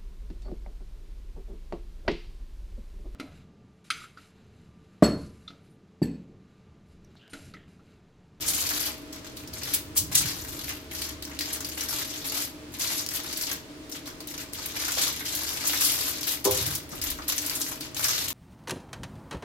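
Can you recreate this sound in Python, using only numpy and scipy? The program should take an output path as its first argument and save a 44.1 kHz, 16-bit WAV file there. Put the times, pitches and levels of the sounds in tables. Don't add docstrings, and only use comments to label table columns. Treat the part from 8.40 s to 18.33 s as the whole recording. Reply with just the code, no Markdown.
import sys
import numpy as np
from scipy import signal
from scipy.fft import rfft, irfft
from scipy.io import wavfile
from scipy.ndimage import uniform_filter1d

SR = 44100
rng = np.random.default_rng(int(sys.argv[2]) if len(sys.argv) > 2 else 0)


def wav_record(signal):
    frames = np.transpose(np.atleast_2d(signal))
    bounded = np.clip(frames, -1, 1)
    quanta = np.round(bounded * 32767).astype(np.int16)
    wavfile.write(sys.argv[1], SR, quanta)


N = 437913

# start in seconds, length in seconds,
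# crackle level in dB before band trims, finest wrinkles in dB relative to the crackle.
FINGER_PRESSES = [(0.0, 0.083, -37.5, -2.5), (0.057, 0.42, -36.5, -0.5), (0.722, 0.043, -48, -8),
                  (0.843, 0.032, -47, -12), (0.957, 0.082, -54.5, -1), (1.127, .1, -43.5, -7.5),
                  (1.231, 0.13, -39.5, -4), (1.55, 0.044, -43.5, 3), (1.708, 0.19, -35.5, -3.5),
                  (1.88, 0.47, -45, -2), (2.273, 0.023, -39, -3), (2.499, 0.12, -43, -0.5),
                  (2.613, 0.083, -40.5, -6), (2.813, 0.16, -51, -7), (3.0, .16, -41, -6),
                  (3.2, 0.33, -46, -1), (3.369, 0.081, -41, -2), (3.477, 0.15, -36.5, -2.5),
                  (3.66, 0.21, -42.5, -4), (3.846, 0.13, -39.5, -1), (3.937, 0.1, -36, -1),
                  (4.308, 0.1, -45.5, -4), (4.387, 0.21, -35, -2.5), (4.7, 0.086, -38.5, -0.5),
                  (4.818, 0.21, -42, -4), (4.995, 0.093, -38.5, -3), (5.109, 0.024, -39, -2),
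                  (5.491, 0.064, -42.5, -4.5), (5.652, 0.034, -45.5, -3.5), (5.796, .02, -50, -11),
                  (5.869, 0.077, -43.5, -5.5), (5.974, 0.047, -42.5, -3.5), (6.12, 0.19, -42.5, -6.5),
                  (6.332, 0.29, -36.5, -4), (6.558, .12, -30.5, -6.5), (6.693, 0.12, -40.5, -3),
                  (6.845, 0.083, -37.5, -4), (6.902, 0.36, -37.5, -3.5), (7.237, 0.22, -33.5, -3),
                  (7.392, 0.14, -31.5, -1), (7.536, 0.17, -35, 0.5), (7.726, 0.15, -40.5, -6),
                  (7.864, 0.069, -35.5, 3.5), (8.041, 0.025, -34.5, 1), (8.097, 0.13, -33.5, -2.5),
                  (8.246, .11, -39.5, 0.5), (8.502, 0.084, -45.5, -4), (8.61, 0.096, -38.5, 1),
                  (8.767, 0.13, -47.5, -9), (8.877, 0.043, -34, 0.5), (8.932, 0.39, -41, 0.5),
                  (9.4, 0.066, -45.5, -6), (9.55, 0.15, -37.5, -0.5), (9.619, .15, -32, -7.5),
                  (9.773, 0.078, -36.5, -2.5), (9.879, 0.02, -38, 3)]
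# frequency in Hz, relative gain in dB.
SHEET_COLOUR = [(400, 6.5), (750, 3), (1200, 0), (2200, 1.5), (3000, -0.5), (4300, 5.5), (6000, 5),
                (8000, 1), (9800, 0.5), (12200, 6), (15000, -1.5), (16000, -19)]
# time in seconds, level in dB.
RUMBLE_LEVEL = [(0, -45.5), (.75, -59), (1.2, -48.5), (2.3, -50), (4.2, -61), (4.7, -55), (5.4, -60),
                (6.5, -53), (9, -57), (9.93, -47)]
# start in seconds, length in seconds,
# level in dB, nominal centre in Hz.
RUMBLE_SWELLS = [(1.554, 0.3, -40, 119), (1.88, 0.45, -52, 65), (8.024, 0.32, -39.5, 116),
                 (8.524, 0.24, -45, 60)]
# frequency in Hz, width of each of two passes in Hz, level in dB.
HUM_RESONANCES = [(296.8, 27.3, -53), (304, 78, -53), (440.6, 10.3, -61)]
# time in seconds, level in dB before trim and wander.
MOTOR_DRONE = [(0, -52), (.9, -59), (1.5, -49), (2.2, -59), (2.7, -50.5), (3.8, -53), (5.8, -63),
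               (6.9, -54), (7.7, -58), (9.93, -59)]
# frequency in Hz, relative gain in dB.
RUSH_COLOUR = [(15, -52), (25, -7.5), (70, -13), (130, -4.5), (212, -10), (236, -5.5), (301, -4), (394, -9),
               (641, -11.5), (695, -16.5), (911, -14), (1370, -17), (4030, -21), (4610, -21), (16000, -36)]
# time in seconds, energy in dB before trim, pitch in Hz,
# shimmer of the sheet in dB relative to the tick.
CREASE_SNAPS = [(0.069, 1, 6200, 12), (0.2908, 4, 5450, 5), (0.728, -8, 5440, 14), (0.9697, -5, 4140, 12),
                (1.0745, -8.5, 5500, 12), (1.233, 2, 4800, 10), (1.3371, 9.5, 11500, 12),
                (1.7535, 12.5, 6960, 12), (2.5103, -16, 4660, 11), (2.619, 3.5, 4560, 8),
                (2.824, -1, 4200, 8), (2.852, -4, 5450, 2), (2.99, 4, 4370, 5), (3.0085, 4, 4700, 7),
                (3.2054, 0, 6200, 12), (3.247, 0.5, 4900, 8), (3.2997, -8, 4800, -5),
                (3.4087, 4.5, 6100, 5), (3.866, -1, 11800, 10), (4.3956, -1, 11700, 14),
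                (4.4105, 2.5, 4800, 14), (4.664, 1.5, 5470, 0), (4.6892, 3, 5500, -2),
                (4.758, 3, 12400, 12), (4.9278, -0.5, 4760, 7), (4.9722, 2, 11700, 10),
                (5.011, 3.5, 5500, 17), (5.1146, 4, 6160, 15), (5.494, -18, 4100, 5), (5.677, -11, 6060, 6),
                (5.8045, -6, 4550, 9), (5.873, -5, 12400, 5), (6.1344, -1.5, 11900, -2),
                (6.2597, 2.5, 12400, 3), (6.52, 4, 7500, 5), (6.854, -2.5, 5500, 9), (7.0916, 1, 5450, -3),
                (7.8313, 3, 4800, 6), (7.8896, 3, 5500, 12), (8.0514, 10, 6760, 13), (8.11, 8, 11900, 13),
                (8.1765, 3, 6140, -1), (8.492, -12, 11800, 10), (8.615, 1.5, 5030, 11),
                (8.7024, 4, 11700, 11), (8.882, 3, 12100, 10), (8.9808, 8, 6100, 7), (9.0623, 2, 11900, 8),
                (9.0975, 3, 4770, -6), (9.409, -1, 4760, 10), (9.546, -3, 6900, 10), (9.6418, 11, 5240, 13),
                (9.685, 6, 6200, 6), (9.8837, 1.5, 6900, 1)]
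# start in seconds, level in dB before trim,
# decay time constant in seconds, pitch in Hz.
CREASE_RUNS = [(.075, -22, 0.021, 8100), (.143, -26, 0.015, 8000), (.202, -27, 0.013, 7000),
               (1.338, -19.5, .013, 11500), (1.563, -20, .011, 12500), (1.569, -17.5, 0.017, 8900),
               (1.748, -16, 0.012, 7600), (1.769, -18.5, 0.021, 6700), (3.125, -28, 0.018, 9900),
               (6.608, -25.5, 0.026, 7950), (6.947, -26, .012, 12000), (7.268, -19, 0.013, 11700),
               (7.403, -23, .02, 11000), (7.434, -23, 0.034, 10000), (8.259, -26, .016, 11500),
               (8.349, -25, 0.01, 11000), (9.06, -30, 0.008, 9900), (9.146, -27.5, 0.018, 10000),
               (9.213, -24, 0.0083, 6400)]
# time in seconds, level in dB before trim, pitch in Hz.
PANEL_POPS = [(.307, -21.5, 1600), (1.757, -25, 1820), (2.296, -24, 2280), (2.914, -32, 2000),
              (3.007, -26, 1890), (3.205, -31, 1300), (3.614, -28, 1700), (5.114, -26.5, 1620),
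              (6.437, -27, 1730), (6.481, -21, 1490), (6.571, -25, 710), (6.809, -25.5, 1790),
              (7.334, -19.5, 1730), (8.526, -25.5, 328), (8.53, -29.5, 1100), (8.788, -25, 1160),
              (9.11, -25, 2270), (9.603, -27, 1900), (9.65, -19, 1800), (9.687, -26, 1290)]
# time in seconds, strength in dB.
PLATE_CONTACTS = [(8.053, -28.5), (8.058, -22.5), (8.062, -26.5), (8.068, -26)]
# frequency in Hz, level in dB relative to the contact, T60 in seconds.
PLATE_MODES = [(347, -18.5, 0.8), (397, 0, 0.25), (452, -11, 0.11), (512, -7.5, 0.37), (575, -25, 0.057),
               (645, -7, 0.3), (716, -25, 0.25), (788, -19, 0.3), (890, -4, 0.099), (1010, -33, 0.11),
               (1090, -21, 0.14), (1660, -27, .12)]

CUTOFF_HZ = 16000
CONTROL_STEP = 40
ORDINARY_PRESS_DB = -37.5
PRESS_RISE_SHARE = 0.12
SETTLE_T60_S, SETTLE_T60_PER_LENGTH = .18, .3
PANEL_DB, PANEL_FOLLOWS = -44.5, 0.78
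CREASE_TRIM_DB, WRINKLE_TRIM_DB = .5, 2.5
SNAP_TRIM_DB, RUN_TRIM_DB, POP_TRIM_DB = -5.5, 1.0, 5.5
SHIMMER_T60_S = .08
FOIL_PAN_DB, SNAP_PAN_DB, RUN_PAN_DB = 2.0, 2.5, 1.5
SNAP_PAN_DB_PER_OCTAVE = 1
RUN_RISE_SHARE = 0.37
RUMBLE_HZ = 100
DRONE_HZ, DRONE_TRIM_DB = 72.1, -1.5
WHINE_HZ, WHINE_DB = 635.4, -60
RUSH_DB = -46
KITCHEN_T60_S, TREBLE_T60_S = 0.29, 0.28


def from_db(db):
    return np.exp(np.asarray(db) * (np.log(10) / 20))


def rms_one(x):
    return x / np.sqrt(np.mean(x ** 2) + 1e-20)


def in_time(rows):
    s, *columns = np.transpose(rows)
    return [np.interp(np.arange(N) / SR, s, c) for c in columns]


def add(out, sound, s):
    at = max(0, round(s * SR))
    out[:, at:at + sound.shape[1]] += sound[:, :max(0, N - at)]


def cut(x, hz, kind, order=2):
    sections = signal.butter(order, np.clip(hz, 10, .45 * SR), kind, fs=SR, output="sos")
    return signal.sosfilt(sections, x)


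def resonate(x, hz, width_hz):
    r = np.exp(-np.pi * width_hz / SR)
    zeros = [(1 - r * r) / 2, 0, (r * r - 1) / 2]
    poles = [1, -2 * r * np.cos(2 * np.pi * hz / SR), r * r]
    return signal.lfilter(zeros, poles, x)


def colour(x, spectrum, size=8192):
    hz, db = np.transpose(spectrum)
    grid_hz = np.maximum(np.arange(size // 2 + 1) * SR / size, 1)
    gain_db = np.interp(np.log(grid_hz), np.log(hz), db)
    cepstrum = irfft(np.log(from_db(gain_db)))
    response = irfft(np.exp(rfft(2 * cepstrum[:size // 2], size)))
    return rms_one(signal.oaconvolve(x, response[None], axes=1)[:, :N])


def panned(pan_db):
    return from_db(np.array([[.5], [-.5]]) * pan_db)


def stereo_noise(side_db):
    mid, side = rng.standard_normal((2, N))
    return mid + from_db(side_db) * side * [[1], [-1]]


def drift(rate_hz):
    r = np.exp(-2 * np.pi * rate_hz * CONTROL_STEP / SR)
    noise = rng.standard_normal(N // CONTROL_STEP + 2002)
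    slow = signal.lfilter([1], [1, -2 * r, r * r], noise)[2000:]
    return np.interp(np.arange(N) / CONTROL_STEP, np.arange(len(slow)), rms_one(slow))


def swell(s, length_s, rise_share, release_t60_s):
    t = np.arange(0, N, CONTROL_STEP) / SR - s
    attack = np.clip(t / (rise_share * length_s), 0, 1)
    return attack * from_db(-60 * np.maximum(t - length_s, 0) / release_t60_s)


def smooth(control):
    return np.interp(np.arange(N), np.arange(0, N, CONTROL_STEP), control)


def buckle(flips, shimmer_db, t60_s):
    r = from_db(-120 / (t60_s * SR))
    energy = signal.lfilter([1 - r], [1, -r], flips ** 2 + 1e-18)
    shimmer = np.sqrt(energy) * rng.standard_normal((2, len(flips)))
    tick = np.array([np.roll(flips, rng.integers(0, 6)), flips])
    return tick + from_db(shimmer_db) * shimmer


def facet(x, hz, width, broad_db):
    hz = min(hz, CUTOFF_HZ)
    gain = np.sqrt(np.pi * width * hz / SR + from_db(2 * broad_db))
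    ringing = resonate(x, hz, width * hz) + from_db(broad_db) * x
    return cut(ringing, 0.13 * hz, "high") / gain


def folding(resting_db=-68, resting_wrinkles_db=-75):
    creases, wrinkles = from_db(resting_db) ** 2, from_db(resting_wrinkles_db) ** 2
    for s, length_s, db, wrinkle_db in FINGER_PRESSES:
        settle_t60_s = SETTLE_T60_S + SETTLE_T60_PER_LENGTH * length_s
        press = from_db(db) * swell(s, length_s, PRESS_RISE_SHARE, settle_t60_s)
        creases = creases + press ** 2
        wrinkles = wrinkles + (press * from_db(wrinkle_db)) ** 2
    return smooth(10 * np.log10(creases)), smooth(10 * np.log10(wrinkles))


def clumping(clumps_per_s=70, clump_s=.004, between=.14):
    starts = (rng.random(N) < clumps_per_s / SR) * rng.uniform(.2, 1, N)
    crowd = signal.lfilter([1], [1, -np.exp(-1 / (clump_s * SR))], starts + 1e-18) + between
    return crowd / crowd.mean()


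def crackle(busy_per_s=900, spread_db=3.0, largest=3.23, patchy_db=1.5, count=14):
    level_db, wrinkle_db = folding()
    effort_db = level_db - ORDINARY_PRESS_DB
    per_s = busy_per_s * from_db(.8 * effort_db) * clumping()
    sizes = from_db(spread_db * np.minimum(rng.exponential(1, N), largest))
    flips = (rng.random(N) < per_s / SR) * sizes * rng.choice([-1, 1], N)
    flips /= np.sqrt(np.abs(uniform_filter1d(flips ** 2, size=1800)) + 0.0014)
    dealt = rng.integers(0, count, N)
    sheet = np.zeros((2, N))
    for k, hz in enumerate(np.linspace(np.sqrt(1100), np.sqrt(15000), count) ** 2):
        mine = flips * (dealt == k) * from_db(patchy_db * drift(20.5))
        buckled = buckle(mine, shimmer_db=5.5, t60_s=SHIMMER_T60_S)
        sheet += facet(buckled, hz, width=0.27 * np.sqrt(4000 / hz), broad_db=-12.5)
    sheet = colour(sheet, SHEET_COLOUR)
    panels = rms_one(cut(cut(sheet, 2580, "low", order=4), 350, "high"))
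    panels = panels * from_db(PANEL_DB + PANEL_FOLLOWS * effort_db)
    creases = rms_one(cut(sheet, [2800, 8000], "band", order=4))
    creases = creases * from_db(level_db + CREASE_TRIM_DB)
    wrinkles = rms_one(cut(sheet, 9000, "high", order=4))
    wrinkles = wrinkles * from_db(wrinkle_db + WRINKLE_TRIM_DB) * panned(2.7)
    return (panels + creases + wrinkles) * panned(FOIL_PAN_DB)


def rumble_band(hz):
    return rms_one(cut(stereo_noise(-20), [0.56 * hz, 1.35 * hz], "band", order=3))


def rumble():
    level_db, = in_time(RUMBLE_LEVEL)
    out = from_db(level_db) * rumble_band(RUMBLE_HZ)
    for s, length_s, db, hz in RUMBLE_SWELLS:
        envelope = smooth(swell(s, length_s, rise_share=0.3, release_t60_s=0.54))
        out += from_db(db) * envelope * rumble_band(hz)
    return out * panned(-3.1)


def motor_hum(waver_hz=0.9):
    drive, (drone_db,) = stereo_noise(-15.0), in_time(MOTOR_DRONE)
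    hum = np.zeros((2, N))
    for hz, width_hz, db in HUM_RESONANCES:
        hum += from_db(db) * rms_one(resonate(resonate(drive, hz, width_hz), hz, width_hz))
    for hz, db in ((DRONE_HZ, drone_db + DRONE_TRIM_DB), (WHINE_HZ, WHINE_DB)):
        phase = 2 * np.pi * np.cumsum(hz + waver_hz * drift(7.5)) / SR
        hum += np.sqrt(2) * from_db(db + 2.0 * drift(1.6)) * np.sin(phase)
    return hum * panned(1.0)


def soft_rush():
    bass = cut(stereo_noise(-11.5), 545, "low")
    treble = cut(rng.standard_normal((2, N)), 740, "high")
    return from_db(RUSH_DB) * colour(bass + treble, RUSH_COLOUR)


def appliance():
    return motor_hum() + soft_rush()


def snaps(size=3500):
    out = np.zeros((2, N))
    for s, energy_db, hz, shimmer_db in CREASE_SNAPS:
        wave = buckle(signal.unit_impulse(size), shimmer_db, t60_s=0.067)
        wave = wave / np.hypot(1, from_db(shimmer_db))
        wave = cut(facet(wave, hz, width=0.18, broad_db=-7.5), 2080, "high", order=3)
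        pan_db = SNAP_PAN_DB + SNAP_PAN_DB_PER_OCTAVE * np.log2(hz / 6000)
        add(out, wave * from_db(energy_db + SNAP_TRIM_DB) * panned(pan_db), s)
    return out


def runs(per_s=6000, size=6000):
    out, t = np.zeros((2, N)), np.arange(size) / SR
    for s, level_db, decay_s, hz in CREASE_RUNS:
        flips = (rng.random(size) < per_s / SR) * rng.choice([-1, 1], size) * np.sqrt(SR / per_s)
        rise_s = RUN_RISE_SHARE * decay_s
        shape = np.minimum(t / rise_s, 1) * np.exp(-np.maximum(t - rise_s, 0) / decay_s)
        buckled = buckle(flips * shape, shimmer_db=-0.98, t60_s=0.054)
        wave = cut(facet(buckled, hz, width=1.0, broad_db=-27), 2700, "high")
        add(out, wave * from_db(level_db + RUN_TRIM_DB) * panned(RUN_PAN_DB), s)
    return out


def pops(size=3500):
    out = np.zeros((2, N))
    for s, db, hz in PANEL_POPS:
        buckled = buckle(signal.unit_impulse(size), shimmer_db=12.0, t60_s=0.093)
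        wave = facet(buckled, hz, width=0.39, broad_db=-52)
        add(out, cut(wave, 1.56 * hz, "low") * from_db(db + POP_TRIM_DB), s)
    return out


def plate_knock(size=26000):
    out, t = np.zeros((2, N)), np.arange(size) / SR
    ring = sum(from_db(db - 60 * t / t60_s) * np.sin(2 * np.pi * hz * t) for hz, db, t60_s in PLATE_MODES)
    for s, db in PLATE_CONTACTS:
        clatter = rms_one(cut(rng.standard_normal(size), [350, 1150], "band", order=4))
        clatter = clatter * from_db(-5.5 - 60 * t / 0.12)
        add(out, from_db(db) * cut(ring + clatter, 230, "high", order=4) * panned(-0.6), s)
    return out


def kitchen(x, first_echo_s=0.0026, size=22000):
    t, noise = np.arange(size) / SR, rng.standard_normal((2, size))
    body = cut(noise, 6300, "low") * from_db(-60 * t / KITCHEN_T60_S)
    treble = cut(noise, 15400, "high") * from_db(-60 * t / TREBLE_T60_S)
    tail = (body + treble) * np.minimum(t / first_echo_s, 1) ** 2
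    return signal.oaconvolve(x, tail / np.sqrt(np.sum(tail ** 2) / 2), axes=1)[:, :N]


def scene():
    foil = crackle() + snaps() + runs() + pops()
    knock = plate_knock()
    place_rad = 2.03 * drift(5.2)
    sent = from_db(-5.0) * foil + from_db(-6.0) * knock
    walls = kitchen(sent * np.cos(place_rad)) + kitchen(sent * np.sin(place_rad))
    return foil + knock + walls + rumble() + appliance()


def record(dry):
    return signal.sosfilt(signal.ellip(10, .2, 80, CUTOFF_HZ, fs=SR, output="sos"), dry)


dry = scene()
out = record(dry)
wav_record(out)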